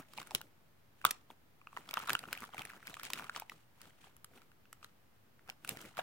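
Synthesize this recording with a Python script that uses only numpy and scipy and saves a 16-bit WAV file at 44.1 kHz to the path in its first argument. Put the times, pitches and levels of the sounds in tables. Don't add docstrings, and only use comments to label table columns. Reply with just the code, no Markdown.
import sys
import numpy as np
from scipy import signal
from scipy.fft import rfft, irfft, next_fast_len
from scipy.io import wavfile
from scipy.ndimage import uniform_filter1d, map_coordinates

SR = 44100
rng = np.random.default_rng(int(sys.argv[2]) if len(sys.argv) > 2 else 0)


def log_audio(samples):
    frames = np.atleast_2d(samples).T
    limited = np.clip(frames, -1, 1)
    pcm = np.round(limited * 32767).astype(np.int16)
    wavfile.write(sys.argv[1], SR, pcm)


N = 265691

# (time [s], pop level [dB], pop frequency [Hz], crack level [dB], sizzle level [dB])
CREASE_FLIPS = [(0.0088, -47, 1370, -61, -65.5), (0.0218, -52, 1500, -51, -63),
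                (0.1348, -40, 1180, -43, -48.5), (0.177, -32, 880, -35, -42), (0.184, -29, 870, -51, -59),
                (0.2004, -38, 1300, -40, -48), (0.2157, -33.5, 1110, -45, -54),
                (0.2287, -38.5, 1510, -43.5, -52), (0.2716, -40, 1390, -58, -45),
                (0.3087, -33, 910, -35.5, -48), (0.3166, -34, 830, -43, -68), (0.3493, -33, 1630, -15, -21),
                (0.408, -40, 890, -59, -66), (0.4142, -34, 1450, -37, -44), (1.0146, -39, 1540, -58, -60),
                (1.0427, -23, 1140, -62, -70), (1.0506, -3.5, 1248, -15.5, -17),
                (1.0642, -26, 1400, -29.5, -44), (1.1083, -53, 2410, -23.5, -26.5),
                (1.1119, -48, 1380, -46, -35), (1.3025, -35, 900, -63, -70),
                (1.6149, -45, 1140, -68.5, -69), (1.671, -32.5, 1255, -54, -66),
                (1.729, -38.5, 1105, -74.5, -61), (1.766, -28, 1240, -47, -61),
                (1.7719, -25, 1003, -44, -61), (1.8897, -33, 1270, -40.5, -55),
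                (1.9103, -28.5, 2380, -34, -43), (1.9395, -22.5, 1290, -26.5, -33.5),
                (1.9714, -14.5, 1280, -34, -51), (1.9777, -24, 950, -51, -55), (1.992, -52, 1430, -32, -39),
                (2.001, -27.5, 1290, -54, -61), (2.0751, -34, 1380, -57, -46),
                (2.0864, -23.5, 1200, -70, -62), (2.0946, -15, 1346, -27, -35),
                (2.1032, -15, 1580, -23, -32.5), (2.1312, -27, 1260, -24, -28),
                (2.1515, -13, 1440, -26.5, -34), (2.1907, -40, 1810, -33.5, -39.5),
                (2.2384, -31.5, 1360, -68, -69), (2.286, -33, 1380, -63, -68),
                (2.3288, -22.5, 1520, -25.5, -28.5), (2.375, -25.5, 2500, -40, -46),
                (2.4042, -48, 1600, -47, -43.5), (2.4214, -31.5, 1220, -42, -54),
                (2.4315, -29, 1180, -55, -56), (2.4501, -46, 1420, -48, -52),
                (2.536, -31.5, 1180, -62, -70), (2.5446, -32, 806, -66, -47), (2.5815, -33, 1250, -49, -46),
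                (2.5929, -27.5, 1330, -36, -58), (2.6184, -28.5, 2550, -42, -51),
                (2.6518, -31, 2370, -34.5, -35.5), (2.7011, -32.5, 1630, -44.5, -64),
                (2.7342, -37.5, 1220, -54, -69), (2.8279, -38.5, 1480, -56, -59),
                (2.871, -31.5, 1510, -35, -41), (2.8782, -28, 2180, -48, -56), (2.897, -36, 1480, -49, -46),
                (2.9414, -35.5, 2540, -38, -44), (2.9684, -31, 1210, -43, -65),
                (2.9959, -33.5, 1330, -40.5, -58), (3.0327, -34, 1270, -35.5, -36),
                (3.0515, -31, 2330, -32.5, -39), (3.1018, -29, 1020, -32.5, -44),
                (3.1336, -30, 2690, -22.5, -34), (3.2435, -33.5, 1230, -54, -48),
                (3.2951, -21.5, 1420, -40, -63), (3.3484, -34, 1750, -56, -65),
                (3.3619, -25.5, 1220, -26.5, -44), (3.3708, -43, 1440, -42, -57),
                (3.3988, -38, 1380, -41, -33.5), (3.4207, -29.5, 854, -52, -76),
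                (3.4966, -28.5, 1950, -38, -49), (3.5186, -34, 1240, -48, -57),
                (3.816, -48, 1260, -43, -43), (4.1659, -50, 1300, -56.5, -53),
                (4.2443, -41, 1236, -43.5, -42.5), (4.313, -52.5, 698, -69, -70),
                (4.4179, -49.5, 1280, -49, -63), (4.5166, -48, 1550, -59, -70),
                (4.655, -51, 1480, -63.5, -72), (4.7284, -37.5, 1300, -44, -44),
                (4.8284, -38, 1240, -52.5, -70), (4.845, -36.5, 1350, -35, -47),
                (5.3928, -49.5, 1410, -66, -70.5), (5.478, -46.5, 1500, -53, -63),
                (5.4918, -36, 805, -45, -63), (5.499, -25, 2470, -34, -45), (5.6474, -30, 1460, -40, -43.5),
                (5.676, -38, 2460, -39, -41.5), (5.6912, -34.5, 1210, -24.5, -26),
                (5.771, -33.5, 1810, -39, -49), (5.8145, -51, 1260, -52, -44), (5.971, -34, 2400, -44, -50),
                (5.9797, -29, 1240, -47.5, -60), (5.999, -33, 1280, -56, -46)]
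# (peak time [s], length [s], crackle level [dB], sliding level [dB], flexing level [dB])
HAND_MOVES = [(0.0, 0.047, -55, -77, -62), (0.188, 0.22, -62.5, -59.5, -61.5), (0.348, 0.2, -68, -75, -61),
              (1.074, 0.13, -63, -56.5, -64), (1.305, 0.037, -65, -89, -62), (1.779, 0.17, -65, -66, -64),
              (1.979, 0.29, -51.5, -59, -63.5), (2.107, 0.12, -45, -51.5, -56), (2.223, 0.3, -65, -70, -65),
              (2.279, .02, -71, -78, -59), (2.327, 0.018, -70, -75, -62), (2.344, 0.2, -53, -63.5, -62),
              (2.433, 0.084, -54, -57.5, -58), (2.586, 0.14, -52, -61, -59.5),
              (2.72, 0.32, -59.5, -69, -64.5), (2.901, 0.17, -59, -58, -60.5),
              (3.048, 0.17, -54.5, -54, -68), (3.175, 0.19, -51, -56.5, -58),
              (3.366, 0.078, -51.5, -55.5, -67), (3.532, 0.16, -72, -67, -67.5),
              (3.837, 0.17, -64.5, -65, -64.5), (4.041, 0.13, -65, -64, -72),
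              (4.368, 0.1, -62.5, -67.5, -58.5), (4.84, 0.087, -71, -67.5, -76),
              (5.49, 0.042, -54.5, -70, -56), (5.697, 0.13, -56, -58, -53.5), (5.771, 0.015, -68, -75, -54),
              (5.81, 0.19, -58.5, -58.5, -61), (5.866, 0.065, -64, -60.5, -66),
              (5.986, 0.045, -42.5, -54, -51)]
# (frequency [Hz], time to fall 60 dB [s])
ROOM_DECAY = [(300, 0.49), (1500, 0.2), (5000, 0.21), (14000, 0.05)]
# (frequency [Hz], relative density [dB])
SLIDE_SPECTRUM = [(1500, -4.5), (3000, 2), (5000, -7), (9000, -5.5), (13000, -23.5), (16000, -10.5)]
# (frequency [Hz], relative density [dB])
FLEX_SPECTRUM = [(30, -21.5), (80, -6), (150, 1), (300, -2), (500, -5), (800, -11.5), (1100, -25.5)]
# (frequency [Hz], relative density [dB])
QUIET_SPECTRUM = [(20, -19), (45, -12), (100, 0), (200, -6), (500, -12), (1600, -16), (3200, -22),
                  (6300, -28), (8000, -30), (10000, -29), (13000, -25.5), (16000, -25)]
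# (frequency [Hz], correlation [0-1])
QUIET_CORRELATION = [(60, .8), (290, .35), (700, .1), (3100, 0.0)]

BENDING_HZ = 2380
BENDING_SCATTER_DB = 3
THIN_HZ = 386
CRACK_BAND, SIZZLE_BAND = (3450, 5700), (9680, 19000)
JERK_DB, GRIT_DB, LUMP_DB = 7, 4.5, 4.5
FADE_DB, RISE_SHARE = 21.5, .6
PUSH_DB, PUSH_S = -30, .015
TAIL_DB, TAIL_S = -27.5, 0.049
WET_DB, QUIET_DB = -17.5, -68
TOP_HZ, OFFSET = 15900, -0.0004


def flips(s, pop_db, pop_hz, crack_db, sizzle_db, cycles, crack_s):
    t = np.arange(SR // 60) / SR - .003
    after = t.clip(0)
    luck = rng.standard_normal((len(s), 5 + 4 * len(t)))
    lag = np.round(4 * luck[:, 0] - 3).astype(int)
    common, own_l, own_r, sputter = np.split(luck[:, 5:], 4, axis=1)

    phase = 2 * np.pi * pop_hz[:, None] * (t - .0003).clip(0)
    life = cycles * amp(0.5 * luck[:, 1:2])
    onset = 1 - np.exp(-(phase / 4) ** 2)
    decay = np.exp(-(phase / (2 * np.pi * life)) ** 0.85)
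    swing = np.sin(phase) * onset * decay
    bending_hz = BENDING_HZ * amp(1.8 * luck[:, 3:4])
    higher = np.sin(2 * np.pi * bending_hz * after) * after / 0.00043 * np.exp(-after / 0.00068)
    pop = swing + amp(-9.0 + BENDING_SCATTER_DB * luck[:, 2:3]) * higher

    grain = amp(JERK_DB * unit(uniform_filter1d(sputter, size=30, axis=1)))
    creak = 0.097 * np.exp(t.clip(None, 0) / .0012) * np.exp(-after / 0.0029)
    creak = creak * grain * signal.windows.tukey(len(t))
    span = crack_s * amp(4 * luck[:, 4:5])
    shape = (after / span) * np.exp(1 - after / span) + creak
    size = np.linalg.norm(shape, axis=1, keepdims=True) / np.linalg.norm(shape * common, axis=1, keepdims=True)
    burst_l = size * shape * (common + .5 * own_l)
    burst_r = size * shape * (common + .5 * own_r)

    def heard(db, left, right):
        gain = amp(db)[:, None]
        return scatter(s + t[0], gain * left, gain * right, lag)

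    pops = filtered(heard(pop_db, pop, pop), lambda hz: 1j * hz / (THIN_HZ + 1j * hz))
    cracks = filtered(heard(crack_db, burst_l, burst_r), lambda hz: band(hz, *CRACK_BAND) ** 2)
    sizzles = filtered(heard(sizzle_db, burst_l, burst_r), lambda hz: band(hz, *SIZZLE_BAND) ** 2)
    return pops + cracks + sizzles


def snaps():
    s, pop_db, hz, crack_db, sizzle_db = np.transpose(CREASE_FLIPS)
    return flips(s, pop_db, hz, crack_db, sizzle_db, cycles=1.654, crack_s=0.00054)


def crackle(level_db):
    luck = rng.random((2400, 4))
    s = luck[:, 0] * (N - 1) / SR
    db = level_db[(s * SR).astype(int)] + 8.5 - 4.0 * np.log(luck[:, 1] + 0.013)
    off = 2 * luck[:, 2] - 1
    hz = 1380 * amp(1.0 * off + 5.2 * off ** 3)
    bright = 14 * (luck[:, 3] - .5)
    return flips(s, db, hz, db - 7.5 + bright, db - 14 + bright, cycles=1.5, crack_s=0.000067)


def room(x):
    hz, t, z = signal.stft(rng.standard_normal((2, SR // 3)), SR, nperseg=256)
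    decay = amp(-60 * t / along(ROOM_DECAY, hz)[:, None])
    tail = signal.istft(z * decay, SR, nperseg=256)[1]
    tail = tail / np.linalg.norm(tail[0])
    delayed = np.pad(x.mean(0), (150, 0))[None]
    return signal.fftconvolve(delayed, tail, axes=1)[:, :N]


def swells(s, db, rise_s, fall_s, fade_db):
    t = np.arange(0, N / SR, 1 / 1000) - s[:, None]
    level_db = db[:, None] - fade_db * np.maximum(t / fall_s, -t / rise_s)
    return np.sum(amp(level_db) ** 2, 0) + 1e-14


def handling():
    s, length, *levels_db = np.transpose(HAND_MOVES)
    length = length[:, None]
    crackle_power, slide_power, flex_power = [
        swells(s, db, RISE_SHARE * length, length, FADE_DB) for db in levels_db]
    at, _, _, crack_db, sizzle_db = np.transpose(CREASE_FLIPS)
    slide_power = slide_power + swells(at, sizzle_db + TAIL_DB, 1 / 1000, TAIL_S, 20)
    flex_power = flex_power + swells(at, crack_db + PUSH_DB, 1 / 500, PUSH_S, 20)
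    ms = np.arange(N) / SR * 1000
    return [np.interp(ms, np.arange(len(p)), 10 * np.log10(p))
            for p in (crackle_power, slide_power, flex_power)]


def sliding(level_db):
    grit = wobble(150)
    return amp(level_db + GRIT_DB * grit) * rush(SLIDE_SPECTRUM, [(100, 0.058)])


def flexing(level_db):
    lumps = wobble(40)
    return amp(level_db + LUMP_DB * lumps) * rush(FLEX_SPECTRUM, [(100, 0.94)])


def quiet_floor():
    return amp(QUIET_DB) * rush(QUIET_SPECTRUM, QUIET_CORRELATION)


def rush(spectrum, alike):
    def response(hz):
        turn = np.arccos(np.clip(along(alike, hz), -1, 1)) / 2
        return amp(along(spectrum, hz)) * [np.cos(turn), np.sin(turn)]

    mid, side = filtered(rng.standard_normal((2, N)), response)
    return unit(np.array([mid + side, mid - side]))


def scatter(s, left, right, lag):
    at = np.round(s * SR).astype(int)[:, None] + np.arange(left.shape[1])

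    def place(rows, shift):
        return np.bincount((at + shift[:, None]).clip(0).ravel(), rows.ravel(), N + SR)[:N]

    return np.array([place(left, lag // 2), place(right, lag // 2 - lag)])


def band(hz, centre_hz, width_hz):
    return 1j * hz * width_hz / (centre_hz ** 2 - hz ** 2 + 1j * hz * width_hz)


def filtered(x, response):
    m = next_fast_len(N + SR // 2)
    return irfft(rfft(x, m) * response(np.fft.rfftfreq(m, 1 / SR)), m)[..., :N]


def wobble(rate):
    knots = rng.standard_normal(int(N * rate / SR) + 4)
    return map_coordinates(knots, [np.arange(N) * rate / SR])


def along(points, hz):
    f, v = np.transpose(points)
    return np.interp(np.log(hz + 1), np.log(f + 1), v)


def unit(x):
    return x / np.sqrt(np.mean(x ** 2) + 1e-20)


def amp(db):
    return 10 ** (np.asarray(db) / 20)


def scene():
    crackle_db, slide_db, flex_db = handling()
    sheet = snaps() + crackle(crackle_db)
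    reverberant = sheet + amp(WET_DB) * room(sheet)
    return reverberant + sliding(slide_db) + flexing(flex_db) + quiet_floor()


def record(dry):
    return filtered(dry, lambda hz: np.clip((TOP_HZ + 400 - hz) / 500, 0, 1) ** 2) + OFFSET


dry = scene()
out = record(dry)
log_audio(out)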